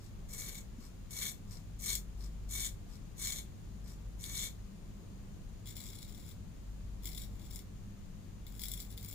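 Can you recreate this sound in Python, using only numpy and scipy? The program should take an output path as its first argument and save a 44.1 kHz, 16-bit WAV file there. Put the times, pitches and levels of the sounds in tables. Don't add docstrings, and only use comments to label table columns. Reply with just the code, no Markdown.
import sys
import numpy as np
from scipy import signal
from scipy.fft import rfft, irfft
from scipy.io import wavfile

SR = 44100
rng = np.random.default_rng(int(sys.argv[2]) if len(sys.argv) > 2 else 0)


def file_out(sig):
    cols = np.atleast_2d(sig).T
    lim = np.clip(cols, -1, 1)
    pcm = np.round(lim * 32767).astype(np.int16)
    wavfile.write(sys.argv[1], SR, pcm)


N = 403074

# (freq_hz, relative_density_db)
RUMBLE_SHAPE = [(12, -53), (20, -2.5), (53, -0.5), (75, -9.5), (102, -4.5), (115, -7), (125, -12.5),
                (151, -11), (202, -10.5), (236, -17), (452, -26), (1200, -38.5), (1560, -61), (2640, -120)]
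HISS_SHAPE = [(600, -14.5), (1100, -4.5), (2300, -8), (4600, -10), (5800, -12), (6700, -6.5), (7500, -11),
              (8300, -16), (9900, -14), (11000, -19.5), (15500, -16)]
# (freq_hz, left_right_correlation)
AIR_CORRELATION = [(40, 0.65), (200, 0.68), (400, 0.12), (900, 0.093), (3000, 0.018)]
# (freq_hz, left_minus_right_db)
AIR_BALANCE = [(100, 1.5), (3000, 1.5), (4500, 4.5), (5400, 5), (5900, 0), (6500, 9.5), (7700, 11),
               (8800, 3), (9600, -3), (11000, -1), (15000, 3)]
RUMBLE_RMS_DB, HISS_RMS_DB = -49, -68

# (multiple_of_fundamental, centre_db)
HUM_PARTIALS = [(2, -56.5), (3.24, -63.5), (4, -62.5), (8, -79.5)]
# (peak_time_s, time_to_1_over_e_s, level_db)
HUM_SWELLS = [(2.3, 0.48, -39.5), (4.2, 0.5, -45), (7.05, 0.54, -42), (8.844, 0.25, -44)]
MAINS_HZ = 49.57
HUM_FLOOR_DB, HUM_TRIM_DB = -62, -2

# (start_s, envelope_peak_db, pitch_hz)
HAND_BUMPS = [(0.784, -43, 228), (2.862, -62, 704)]

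# (fastest_s, drive_db)
OPENINGS = [(0.035, -65), (0.84, -62.5), (1.54, -57.5), (2.23, -62), (2.93, -65), (3.89, -61.5)]
OPENING_HALF_S = 0.044

# (start_s, length_s, rise_s, grip_drive_db, end_drive_db, body_offset_db, rasp_offset_db)
QUICK_STROKES = [ (0.284, 0.041, 0.004, -59.5, -56.5, -1, -10), (0.329, 0.25, 0.0063, -48, -53.5, -1.5, -6),
                 (1.094, 0.19, 0.039, -48.5, -41.5, -3.5, -3), (1.781, 0.16, 0.091, -41.5, -42, -7.5, 0),
                 (2.479, 0.18, 0.077, -40.5, -42.5, -6.5, -0.5), (3.158, 0.23, 0.086, -42, -48, -5.5, 0),
                 (4.176, 0.27, 0.04, -54.5, -41.5, -4, -1), ]
# (start_s, length_s, rise_s, grip_drive_db, end_drive_db, treble_gain_db)
SLOW_PUSHES = [ (5.645, 0.066, 0.022, -56, -53.5, -3), (5.754, 0.3, 0.004, -52.5, -59, -3),
               (6.072, 0.24, 0.01, -65.5, -61, -2), (7.02, 0.15, 0.044, -51, -57, 1.5),
               (7.172, 0.06, 0.005, -59, -57.5, 0), (7.266, 0.2, 0.03, -77.5, -63.5, -1),
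               (7.496, 0.084, 0.024, -54.5, -57, -0.5), (8.463, 0.11, 0.0057, -66, -63.5, 2),
               (8.586, 0.25, 0.025, -54, -56.5, 1.5), (8.895, 0.027, 0.0092, -59, -58.5, 3.5),
               (8.968, 0.15, 0.005, -65.5, -53, 3.5), ]
# (start_s, drive_peak_db)
BUNDLE_SNAPS = [(0.292, -49), (0.3357, -39.5), (0.4202, -36), (0.5541, -37), (1.109, -42), (1.809, -42.5),
                (1.953, -23), (2.5006, -50), (2.648, -32), (4.24, -31.5), (5.658, -43.5), (5.7669, -34),
                (5.8054, -36.5), (5.9879, -38), (6.028, -36.5), (6.1474, -43), (7.0554, -33),
                (7.0738, -35.5), (7.1764, -35.5), (7.217, -38), (7.3956, -47), (7.509, -44), (7.559, -35),
                (7.5907, -38), (8.467, -42), (8.5946, -36), (8.6364, -28.5), (8.6836, -30.5),
                (8.7165, -27.5), (8.737, -30), (8.776, -37.5), (8.802, -32), (8.9767, -37), (9.0473, -39)]
RELEASE_DB_PER_S = 350
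RUN_OUT_S = 0.045
BODY_ARCH_DB, BODY_SKEW = 4.5, 1.15
TIP_HZ, TIP_WIDTH_HZ = 3550, 2100
# (pivot_db, tips_db)
TIP_GAIN_DB = (-6, 3)
BRIGHT_HZ = 9200
SMALL_PER_S, SMALL_DB, SMALL_SPREAD_DB = 25, 6.5, 4

# (freq_hz, gain_db)
CUT_COLOUR = [(300, -13.5), (600, -13), (900, -19), (1400, -12), (2150, -3), (2600, -18), (3300, 1.5),
              (4450, 1.5), (4850, -13.5), (5300, -3.5), (6500, -1.5), (7300, -2.5), (8200, -2.5),
              (9500, -4.5), (13000, -4), (15000, -8.5)]
BITE_COLOUR = [(1300, -22.5), (2150, -5), (2750, -17.5), (3450, 1), (4450, 1), (4950, -6.5), (5450, 3),
               (6200, -10), (7400, 1.5), (8350, -7.5), (10150, 0), (11000, -10), (11800, -4), (15000, -4)]
SLIDE_COLOUR = [(700, -8.5), (2000, -8.5), (2900, -14), (4000, -4.5), (4900, -3), (5700, 0.5), (6200, -11),
                (7400, -2.5), (8300, -5.5), (11000, -13.5), (12000, -7), (15000, -15)]
# (freq_hz, width_hz, relative_peak_db)
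BLADE_MODES = [(2247, 37, 7.5), (3550, 190, -2), (4030, 28, -14), (5580, 52, 5), (5840, 43, -3),
               (6340, 37, -4), (6720, 130, 3), (6850, 40, 5), (7240, 210, 1), (7470, 42, 4.5),
               (7760, 55, 1.5), (8830, 45, 1.5), (9160, 310, 0.5), (11700, 74, 1)]

# (freq_hz, left_minus_right_db)
PORT_BALANCE = [(1000, 4), (3100, 4), (3700, 6.5), (4400, 7), (5000, 25), (5500, 1), (6200, 3), (7400, 5.5),
                (8600, 11.5), (9700, -2.5), (11600, 9.5), (13500, 7), (14800, 7), (15400, 15)]
# (freq_hz, left_lead_rad)
PORT_PHASE = [(2900, 0.5), (3800, 1), (4500, 2.5), (4900, 3), (5600, 2.7), (6500, 1), (7500, 0.8),
              (9000, 3.5), (10000, 1.5), (14000, 2)]
# (freq_hz, decay_60db_s)
ROOM_T60 = [(500, 0.35), (3000, 0.14), (8000, 0.14), (15000, 0.17)]
EDGE_HZ = 15580


def from_db(db):
    return 10 ** (np.asarray(db) / 20)


def unit(x):
    return x / np.sqrt(np.mean(x ** 2) + 1e-20)


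def read(points, hz):
    f, value = np.transpose(points)
    return np.interp(np.log(hz + 1), np.log(f + 1), value)


def ports(balance_db):
    gains = from_db([balance_db / 2, -balance_db / 2])
    return gains / np.sqrt(np.mean(gains ** 2, 0))


def wander(rate_hz):
    hz = np.fft.rfftfreq(N, 1 / SR)
    spectrum = rfft(rng.standard_normal(N))
    return unit(irfft(spectrum * np.exp(-(hz / rate_hz) ** 2), N))


def swell(peak_s, half_s, db):
    return from_db(db) * np.exp(-((np.arange(N) / SR - peak_s) / half_s) ** 2)


def air(shape, rms_db):
    hz = np.fft.rfftfreq(N, 1 / SR)
    a, b = rfft(rng.standard_normal((2, N)))
    same = np.clip(read(AIR_CORRELATION, hz), -1, 1)
    pair = np.array([a, same * a + np.sqrt(1 - same ** 2) * b])
    noise = irfft(pair * ports(read(AIR_BALANCE, hz)) * from_db(read(shape, hz)), N)
    return from_db(rms_db) * noise / np.std(noise.mean(0))


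def hum(waver_rad=0.46, partial_waver_rad=0.72, flutter_db=3.0, balance_db=1.4):
    turn = 2 * np.pi * MAINS_HZ * np.arange(N) / SR
    level = from_db(HUM_FLOOR_DB) + sum(swell(*row) for row in HUM_SWELLS)
    base = from_db(HUM_TRIM_DB) * level * np.sin(turn + waver_rad * wander(2.5))
    upper = np.zeros(N)
    for multiple, db in HUM_PARTIALS:
        gain = from_db(db + flutter_db * wander(3.4))
        upper += gain * np.sin(multiple * turn + partial_waver_rad * wander(4.4))
    return (base + upper) * ports(balance_db)[:, None]


def hand_bumps(peak_after_s=0.0048):
    t = np.arange(N) / SR
    sound = np.zeros(N)
    for start_s, db, hz in HAND_BUMPS:
        age_s = np.maximum(t - start_s, 0)
        envelope = age_s / peak_after_s * np.exp(1 - age_s / peak_after_s)
        sound += from_db(db) * envelope * np.sin(2 * np.pi * hz * age_s)
    return sound


def squeeze(start_s, length_s, rise_s, grip_db, end_db):
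    age_s = np.arange(round((length_s + .5) * SR)) / SR
    hold_db = np.interp(age_s, [rise_s, max(length_s, rise_s)], [grip_db, end_db])
    release_db = RELEASE_DB_PER_S * np.maximum(age_s - length_s, 0)
    gain = np.minimum(age_s / rise_s, 1) * from_db(hold_db - release_db)
    return np.pad(gain, (round(start_s * SR), N))[:N]


def crackle(per_s, spread_db, rub, burst_s, clump_db, clump_hz, size=300):
    sizes = from_db(spread_db * np.minimum(rng.exponential(1, N), 3.5))
    starts = sizes ** 2 * (rng.random(N) < per_s / SR)
    age = np.arange(size) / SR / burst_s
    power = np.convolve(starts, age * np.exp(-age))[:N]
    tearing = np.sqrt(power / power.mean() + rub ** 2) * rng.standard_normal(N)
    return unit(tearing * from_db(clump_db * wander(clump_hz)))


def blades(drive, colour, ring, size=4096):
    hz = np.fft.rfftfreq(size, 1 / SR)
    peaks = sum(from_db(db) ** 2 / (1 + (2 * (hz - f) / width) ** 2) for f, width, db in BLADE_MODES)
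    log_gain = np.log(from_db(read(colour, hz)) * np.sqrt(1 + ring ** 2 * peaks))
    circle = np.concatenate([log_gain, log_gain[-2:0:-1]])
    response = np.fft.ifft(np.exp(np.conj(signal.hilbert(circle)))).real
    return signal.oaconvolve(drive, response / np.linalg.norm(response))[:N]


def openings():
    force = sum(swell(s, OPENING_HALF_S, db) for s, db in OPENINGS)
    grain = crackle(per_s=900, spread_db=5.5, rub=0.59, burst_s=0.0001, clump_db=-0.5, clump_hz=120)
    return blades(force * grain, SLIDE_COLOUR, ring=1.06)


def slow_crackle(force):
    grain = crackle(per_s=520, spread_db=3.5, rub=0.18, burst_s=0.0003, clump_db=2.5, clump_hz=180)
    return blades(force * grain, BITE_COLOUR, ring=0.9)


def bundles(force, trim_db=-5, peak_after_s=0.00048, size=400):
    small = from_db(SMALL_DB + SMALL_SPREAD_DB * rng.standard_normal(N))
    peaks = force * small * (rng.random(N) < SMALL_PER_S / SR)
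    for start_s, db in BUNDLE_SNAPS:
        peaks[round(start_s * SR)] = from_db(db)
    age = np.arange(size) / SR / peak_after_s
    drive = np.convolve(peaks, age * np.exp(1 - age))[:N] * rng.standard_normal(N)
    return from_db(trim_db) * blades(drive, BITE_COLOUR, ring=1.0)


def slow_work():
    force = sum(squeeze(*row[:-1]) for row in SLOW_PUSHES)
    sound = slow_crackle(force) + bundles(force)
    treble_db = np.zeros(N)
    for start_s, *_, db in SLOW_PUSHES:
        treble_db[round(start_s * SR):] = db
    high_pass = signal.butter(3, BRIGHT_HZ, "high", fs=SR, output="sos")
    treble = signal.sosfiltfilt(high_pass, sound)
    return sound + treble * (from_db(treble_db) - 1)


def quick_cuts(trim_db=1.0, body_db=5, body_hz=4200, fizz_hz=10300, fizz_share=0.18):
    force, depth_db, tip_db = np.zeros((3, N))
    for start_s, length_s, rise_s, grip_db, end_db, body_offset_db, rasp_db in QUICK_STROKES:
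        force += squeeze(start_s, length_s, rise_s, grip_db, end_db)
        at = round(start_s * SR)
        closed = np.minimum(np.arange(N - at) / SR / (length_s + RUN_OUT_S), 1)
        arch_db = BODY_ARCH_DB * (1 - np.sin(np.pi * closed ** BODY_SKEW))
        depth_db[at:] = body_db + body_offset_db - arch_db
        tip_db[at:] = rasp_db + np.interp(closed, [0, 1], TIP_GAIN_DB)
    grain = crackle(per_s=1600, spread_db=4.2, rub=0.28, burst_s=0.0002, clump_db=1.57, clump_hz=130)
    crunch = blades(force * grain, CUT_COLOUR, ring=2.06)
    tips = signal.lfilter(*signal.iirpeak(TIP_HZ, TIP_HZ / TIP_WIDTH_HZ, fs=SR), crunch)
    crunch = crunch + tips * (from_db(tip_db) - 1)
    low = signal.sosfiltfilt(signal.butter(3, body_hz, fs=SR, output="sos"), crunch)
    high = signal.sosfiltfilt(signal.butter(4, fizz_hz, "high", fs=SR, output="sos"), crunch)
    body = low * (from_db(depth_db) - 1)
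    fizz = high * (from_db(fizz_share * depth_db) - 1)
    return from_db(trim_db) * (crunch + body + fizz)


def room(x, near_db=-0.5, near_s=0.0045, tail_db=-2, port_hz=15300, port_width_hz=350, port_db=6, size=16384):
    t, hz = np.arange(size) / SR, np.fft.rfftfreq(size, 1 / SR)
    lead = 64
    direct = np.exp(1j * np.array([[.5], [-.5]]) * read(PORT_PHASE, hz))
    near = rng.standard_normal((2, size)) * np.exp(-t / near_s)
    late_noise = rng.standard_normal((2, size)) * (t > .005)
    f, age_s, z = signal.stft(late_noise, SR, nperseg=256)
    decay = from_db(-60 * age_s / read(ROOM_T60, f)[:, None])
    tail = signal.istft(z * decay, SR, nperseg=256)[1][:, :size]
    echoes = (from_db(near_db) * unit(near) + from_db(tail_db) * unit(tail)) / np.sqrt(size)
    cavity = from_db(port_db / (1 + ((hz - port_hz) / port_width_hz) ** 2))
    response = irfft((direct + rfft(echoes)) * ports(read(PORT_BALANCE, hz)) * cavity)
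    response = np.roll(response, lead, axis=1)
    return signal.oaconvolve(x[None], response, axes=1)[:, lead:lead + N]


def scene(drift_db=0.5):
    rumble = from_db(drift_db * wander(0.96)) * air(RUMBLE_SHAPE, RUMBLE_RMS_DB)
    background = rumble + air(HISS_SHAPE, HISS_RMS_DB) + hum()
    scissors = room(quick_cuts() + openings()) + room(slow_work())
    return background + hand_bumps() + scissors


def record(dry):
    low_pass = signal.firwin(801, EDGE_HZ, window=("kaiser", 8), fs=SR)
    return signal.oaconvolve(dry, low_pass[None], "same", axes=1)


dry = scene()
out = record(dry)
file_out(out)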